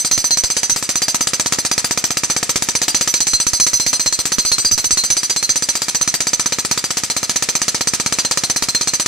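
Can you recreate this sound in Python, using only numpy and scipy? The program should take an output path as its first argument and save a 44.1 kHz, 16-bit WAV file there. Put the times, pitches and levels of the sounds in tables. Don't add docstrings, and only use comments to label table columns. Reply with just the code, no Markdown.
import sys
import numpy as np
from scipy import signal
from scipy.fft import rfft, irfft, next_fast_len
from scipy.io import wavfile

SR = 44100
rng = np.random.default_rng(int(sys.argv[2]) if len(sys.argv) > 2 else 0)


def put_to_file(sound):
    columns = np.atleast_2d(sound).T
    safe = np.clip(columns, -1, 1)
    whole_steps = np.round(safe * 32767)
    wavfile.write(sys.argv[1], SR, whole_steps.astype(np.int16))


N = 399987


def from_db(db):
    return np.exp(np.asarray(db) * (np.log(10) / 20))


def at_hz(points, hz, column=1):
    points = np.array(points)
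    return np.interp(np.log(np.maximum(hz, 1)), np.log(points[:, 0]), points[:, column])


def smooth_noise(white, rate_hz, step):
    r = np.exp(-2 * np.pi * rate_hz * step / SR)
    return signal.lfilter([1], [1, -2 * r, r * r], white)


def drift(rate_hz):
    slow = smooth_noise(rng.standard_normal(N // 40 + 502), rate_hz, 40)[500:]
    return np.interp(np.arange(N) / 40, np.arange(len(slow)), slow / slow.std())


def delayed(x, seconds):
    lag = int(seconds * SR)
    return np.concatenate([np.zeros(lag), x[:N - lag]])


# frequency in Hz, left minus right in dB,
# likeness of left and right (0 to 1), how far left leads in radians.
MICROPHONES = [(60, -17, .3, 2.5), (250, -3, .7, -0.5), (1000, -.5, .7, -0.5), (3000, -1, .7, -0.5),
               (4800, -1.5, .65, 0), (6000, -8, .55, 0), (6600, 1.5, .55, 1.4), (7500, 12, .5, 0),
               (9500, 7.5, .4, 1.6), (11300, 14, .3, -3), (12250, 1, .2, -10.5), (13000, 21, .1, 2),
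               (15000, 19, .1, -5)]


def ports(hz):
    level = from_db(at_hz(MICROPHONES, hz) / 2)
    left = level * np.exp(.5j * at_hz(MICROPHONES, hz, column=3))
    return np.array([left, 1 / left]) * np.sqrt(2 / (level ** 2 + level ** -2))


def stereo_noise(spectrum):
    size = next_fast_len(N)
    hz = np.arange(size // 2 + 1) * SR / size
    shared, differing = rfft(rng.standard_normal((2, size)))
    alike = np.clip(at_hz(MICROPHONES, hz, column=2), 0, 1)
    both = np.sqrt(1 + alike) * shared + np.sqrt(1 - alike) * differing * [[1], [-1]]
    out = irfft(both * ports(hz) * from_db(at_hz(spectrum, hz)), size)[:, :N]
    return out / out.std()


PACE_MARKS = [-.017, .9561, 1.5865, 1.7141, 2.1059, 3.3339, 3.7327, 3.996, 4.3839, 4.583, 5.362, 5.8189,
              6.2696, 6.7759, 7.2952, 7.746, 7.9994, 9.0607]
BLOW_PERIOD_S = .0643


def blow_times():
    gaps = np.diff(PACE_MARKS, prepend=PACE_MARKS[0])
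    numbers = np.cumsum(np.round(gaps / BLOW_PERIOD_S))
    return np.interp(np.arange(numbers[-1] + 1), numbers, PACE_MARKS)


def since_blow():
    t, starts = np.arange(N) / SR, blow_times()
    last = np.maximum(np.searchsorted(starts, t, side="right") - 1, 0)
    return last, t - starts[last]


# start in seconds, push into solid concrete in dB,
# rebound in free air in milliseconds, lowest chisel ring in dB.
WORK = [(0, -21, 33, -30), (.6, -22, 28, -31), (.8, -20, 24, -38), (1, -18, 24, -33), (1.5, -16, 19, -36),
        (2.6, -16, 17, -38), (2.95, -17, 25, -29), (3.25, -21, 30, -28), (3.8, -23, 32, -27),
        (4.2, -22, 22, -26), (4.6, -23, 31, -26), (5.2, -25, 26, -29), (5.6, -21, 23, -28),
        (6.4, -17, 16, -31), (7, -19, 16, -32), (8, -16, 15, -30), (8.5, -17, 18, -27),
        (9.07, -19, 21, -28)]
MEAN_PUSH_DB, MEAN_REBOUND_MS = -19, 22


def work_at(t):
    starts, *settings = np.transpose(WORK)
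    return [np.interp(t, starts, setting) for setting in settings]


# frequency in Hz, level in dB per Hz.
MOTOR = [(24, -46), (40, -26), (247, -10.5), (838, -23), (2270, -5.5), (3140, -10), (6010, -2.5),
         (9890, -9.5), (11500, -29), (14200, -23), (14700, -60)]


def motor():
    return from_db(-33 + 1.5 * drift(20)) * stereo_noise(MOTOR)


# frequency in Hz, level in dB,
# time to fade by 60 dB in seconds, lead on the crack in seconds.
SLAB = [(130, -22, .03, .004), (300, -8.5, .0085, .0017), (520, -10.5, .012, .0012), (740, -18, .02, .0008),
        (980, -9.5, .014, .0007), (1300, -7.5, .008, .0009), (1790, -5.5, .005, .00078),
        (2380, -5.5, .005, .0006)]


def thud():
    hz, level_db, fade_s, lead_s = np.array(SLAB).T[..., None]
    early_s = .005
    t = np.maximum(np.arange(2000) / SR - early_s + lead_s, 0)
    loss, w = np.log(1000) / fade_s, 2 * np.pi * hz
    swell = np.sin(w * t) / w - t * np.cos(w * t)
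    shapes = from_db(level_db) * np.e * swell * loss * np.exp(-loss * t)
    at = np.round((blow_times()[1:] - early_s) * SR).astype(int)
    push_db = work_at(at / SR)[0]
    luck = rng.standard_normal((len(at), len(SLAB)))
    pulses = from_db(push_db[:, None] + 4 + .8 * luck) @ shapes
    out = np.zeros(N + 2000)
    for start, pulse in zip(at, pulses):
        out[start:start + len(pulse)] += pulse
    ground_echo = from_db(-10) * delayed(out[:N], .00192)
    low_cut = signal.butter(2, 70, "high", fs=SR, output="sos")
    return signal.sosfilt(low_cut, ground_echo - out[:N]) * from_db([[-.6], [.6]])


# frequency in Hz, level in dB per Hz.
CRACK = [(2500, -7), (3500, -10), (4500, 0), (6000, 2), (7300, 1.5), (9000, -10.5), (11500, -19),
         (14000, -19), (16300, -38)]


def crack(last, age, push_db):
    luck = rng.standard_normal(last[-1] + 1)
    level_db = -9.8 + .55 * (push_db - MEAN_PUSH_DB) + 1.5 * luck[last]
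    fade_s = .02
    return from_db(level_db - 60 * age / fade_s) * stereo_noise(CRACK)


# frequency in Hz, level in dB per Hz.
RATTLE = [(60, -26), (120, -9), (450, -4.5), (1000, -6), (2400, -4), (3300, -4), (4500, 0.5), (6000, -0.5),
          (7500, 2), (9000, -9), (11500, -17), (14300, -17), (14700, -55)]


def rattle(last, age, push_db):
    swell_s, half_length_s, extra_db = 2.98, .22, 4
    t = np.arange(N) / SR
    swell_db = extra_db * np.exp(-((t - swell_s) / half_length_s) ** 2)
    luck = rng.standard_normal(last[-1] + 1)
    grains_db = 2.5 * drift(120) + 1.5 * luck[last]
    level_db = -16 + .12 * (push_db - MEAN_PUSH_DB) + swell_db + grains_db
    fade_s = .12
    return from_db(level_db - 60 * age / fade_s) * stereo_noise(RATTLE)


# time in seconds, lowest ring in dB,
# main pair of tones in dB, rebound in milliseconds.
SINGING = [(.113, -23.5, -12.5, 39), (.306, -19.5, -14.5, 30), (.697, -30, -14, 31), (.956, -28, -16, 24),
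           (1.779, -26, -16, 17), (2.041, -35, -16, 18), (2.3, -30, -16, 22), (2.752, -26, -15.5, 16),
           (3.269, -28, -16.5, 45), (3.334, -16.5, -16.5, 27), (3.599, -24, -12.5, 44),
           (3.733, -24, -11, 38), (4.06, -21.5, -14, 22), (4.451, -26, -18, 41), (4.516, -16, -16, 27),
           (4.714, -31, -11, 30), (4.908, -29, -12.5, 29), (4.972, -17, -17, 32), (5.427, -21, -18, 24),
           (5.492, -27, -14.5, 22), (5.689, -26, -15.5, 20), (6.077, -24, -18.5, 22), (6.333, -28, -16, 15),
           (6.712, -26, -19, 16), (7.1, -25, -20, 17), (7.553, -29, -16, 15), (7.873, -28, -15.5, 18),
           (8.249, -21.5, -21, 14), (8.498, -22, -17.5, 15), (8.749, -14.5, -20, 17)]
DEAD = [.762, .827, 1.272, 1.844, 2.429, 2.623, 4.255, 5.753, 5.819, 6.141, 6.649, 6.776, 6.905, 7.035]


def ringing():
    starts = blow_times()
    _, rebound_ms, low_db = work_at(starts)
    luck = rng.standard_normal((len(starts), 3))
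    pair_db = -19 + .22 * (rebound_ms - MEAN_REBOUND_MS)
    rows = np.transpose([starts, low_db + 2.2 * luck[:, 0], pair_db + 1.3 * luck[:, 1],
                         rebound_ms * from_db(.8 * luck[:, 2])])
    for s, *special in SINGING:
        rows[abs(starts - s).argmin(), 1:] = special
    rows[[abs(starts - s).argmin() for s in DEAD], 1:3] -= 6
    return rows


# frequency in Hz, level in dB,
# group (1 lowest ring, 2 main pair, 3 other tones).
CHISEL = [(4188, 3.5, 1), (4772, 4.6, 3), (4815, -4, 3), (5404, -14.5, 2), (6000, -2.5, 2), (6060, -11, 2),
          (6128, -.5, 2), (6205, -11, 2), (7482, -1.5, 3), (7667, -3, 3), (8033, -.5, 3), (8385, 1.5, 3),
          (9682, 0.5, 3), (10276, -6.5, 3), (10896, -7, 3), (12680, -14, 3), (13597, -13, 3),
          (14155, -5.5, 3)]


def chisel(last, age):
    free_fade_s, landed_fade_s = .42, .06
    blows, step, steps = ringing(), 16, 200
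    upper_db = -23.5 + .1 * (work_at(blows[:, :1])[1] - MEAN_REBOUND_MS)
    coarse, fine = np.arange(steps) * step / SR, np.arange(steps * step) / SR
    shape = (len(blows), len(CHISEL))
    luck = rng.standard_normal((*shape, 4, 1))
    turn = rng.uniform(0, 2 * np.pi, (*shape, 1))
    jolts = smooth_noise(rng.standard_normal((*shape, 2, steps + 40)), 40, step)[..., 40:]
    jolts = jolts / jolts.std()
    swell = 1 - .8 * np.exp(-coarse / .003)
    rings = np.zeros((2, len(blows), steps * step), np.float32)
    for k, (hz, level_db, group) in enumerate(CHISEL):
        free_s = blows[:, 3:] / 1000 * 1.1 * from_db(1.5 * luck[:, k, 0])
        landed_s = np.maximum(coarse - free_s, 0)
        decay_db = -60 * (coarse / free_fade_s + landed_s / landed_fade_s)
        if group < 3:
            struck_db = blows[:, [int(group)]] + 1.5 * luck[:, k, 1] + 4
        else:
            struck_db = upper_db + 3.3 * luck[:, k, 1] - 3
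        gain = from_db(level_db + struck_db + decay_db + 2.0 * jolts[:, k, 0]) * swell
        wander = np.float32(turn[:, k] + .95 * jolts[:, k, 1])
        phase = np.float32(2 * np.pi * (hz + 11.0 * luck[:, k, 2]) * fine)
        phase = phase + np.repeat(wander, step, axis=1)
        spread = 1.2 * (1 - at_hz(MICROPHONES, hz, column=2)) * luck[:, k, 3]
        for side, (port, lead) in enumerate(zip(ports(hz), (spread, -spread))):
            wave = np.sin(phase + np.float32(np.angle(port) + lead))
            rings[side] += np.repeat(np.float32(gain * abs(port)), step, axis=1) * wave
    return rings[:, last, np.clip(age * SR, 0, len(fine) - 1).astype(int)]


# delay to the left in seconds, delay to the right in seconds,
# level in dB.
ECHOES = [
    (.0113, .0127, -19.5),
    (.0172, .0159, -26),
    (.0284, .0263, -22.5),
    (.0365, .0381, -19),
    (.051, .047, -19.5),
]


def yard(x):
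    dull = signal.sosfilt(signal.butter(1, 7000, fs=SR, output="sos"), x)
    out = np.zeros((2, N))
    for left_s, right_s, db in ECHOES:
        out += from_db(db) * np.array([delayed(dull[0], left_s), delayed(dull[1], right_s)])
    return out


def scene():
    hiss = motor()
    push_db = work_at(np.arange(N) / SR)[0]
    last, age = since_blow()
    breaker = thud() + crack(last, age, push_db) + rattle(last, age, push_db) + chisel(last, age)
    return hiss + breaker + yard(breaker)


# start in seconds, level in dB,
# length in milliseconds.
BOTTOMING = [(.176, -20, 5), (.184, -17, 5), (.438, -11, 5), (.72, -19, 5), (3.336, -13, 6),
             (3.465, -17, 4), (3.533, -13, 5), (3.733, -22, 6), (3.868, -17, 5), (4.067, -19, 6),
             (4.19, -18, 4), (4.384, -7, 1.8), (4.388, -11, 1.8), (4.452, -20, 5), (4.516, -18, 4),
             (4.589, -19, 4), (4.65, -18, 4), (4.657, -18, 4), (4.72, -16, 5), (4.733, -18, 6),
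             (4.743, -19, 4), (4.795, -21, 5), (4.866, -19, 4), (4.926, -15, 7), (5.038, -21, 5),
             (5.102, -20, 4), (8.625, -19, 6)]


def bottoming():
    out = np.zeros(N)
    for s, level_db, ms in BOTTOMING:
        hump = from_db(level_db) * np.hanning(int(ms * 1.6 * SR / 1000))
        start = int(s * SR)
        out[start:start + len(hump)] += hump
    return out


def low_pass(x):
    return signal.sosfilt(signal.butter(12, 16500, fs=SR, output="sos"), x)


def record(dry):
    left_limit, right_limit, cross_feed = .58, .46, .3
    left_cut = -1.2 * np.maximum(dry[0] - left_limit, 0)
    right_cut = 1.8 * np.maximum(-dry[1] - right_limit, 0)
    cut = np.array([left_cut, right_cut])
    bumps = signal.sosfilt(signal.butter(2, 1800, fs=SR, output="sos"), cut) + .08 * cut
    bumps[1] += 1.25 * bottoming()
    x = dry + bumps - cross_feed * bumps[::-1]
    x = signal.sosfilt(signal.butter(1, 11, "high", fs=SR, output="sos"), x)
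    x = 1.02 * np.tanh(x / 1.02)
    mix = signal.sosfilt(signal.cheby2(14, 60, 16600, fs=SR, output="sos"), x)
    return low_pass(mix)


dry = scene()
out = record(dry)
put_to_file(out)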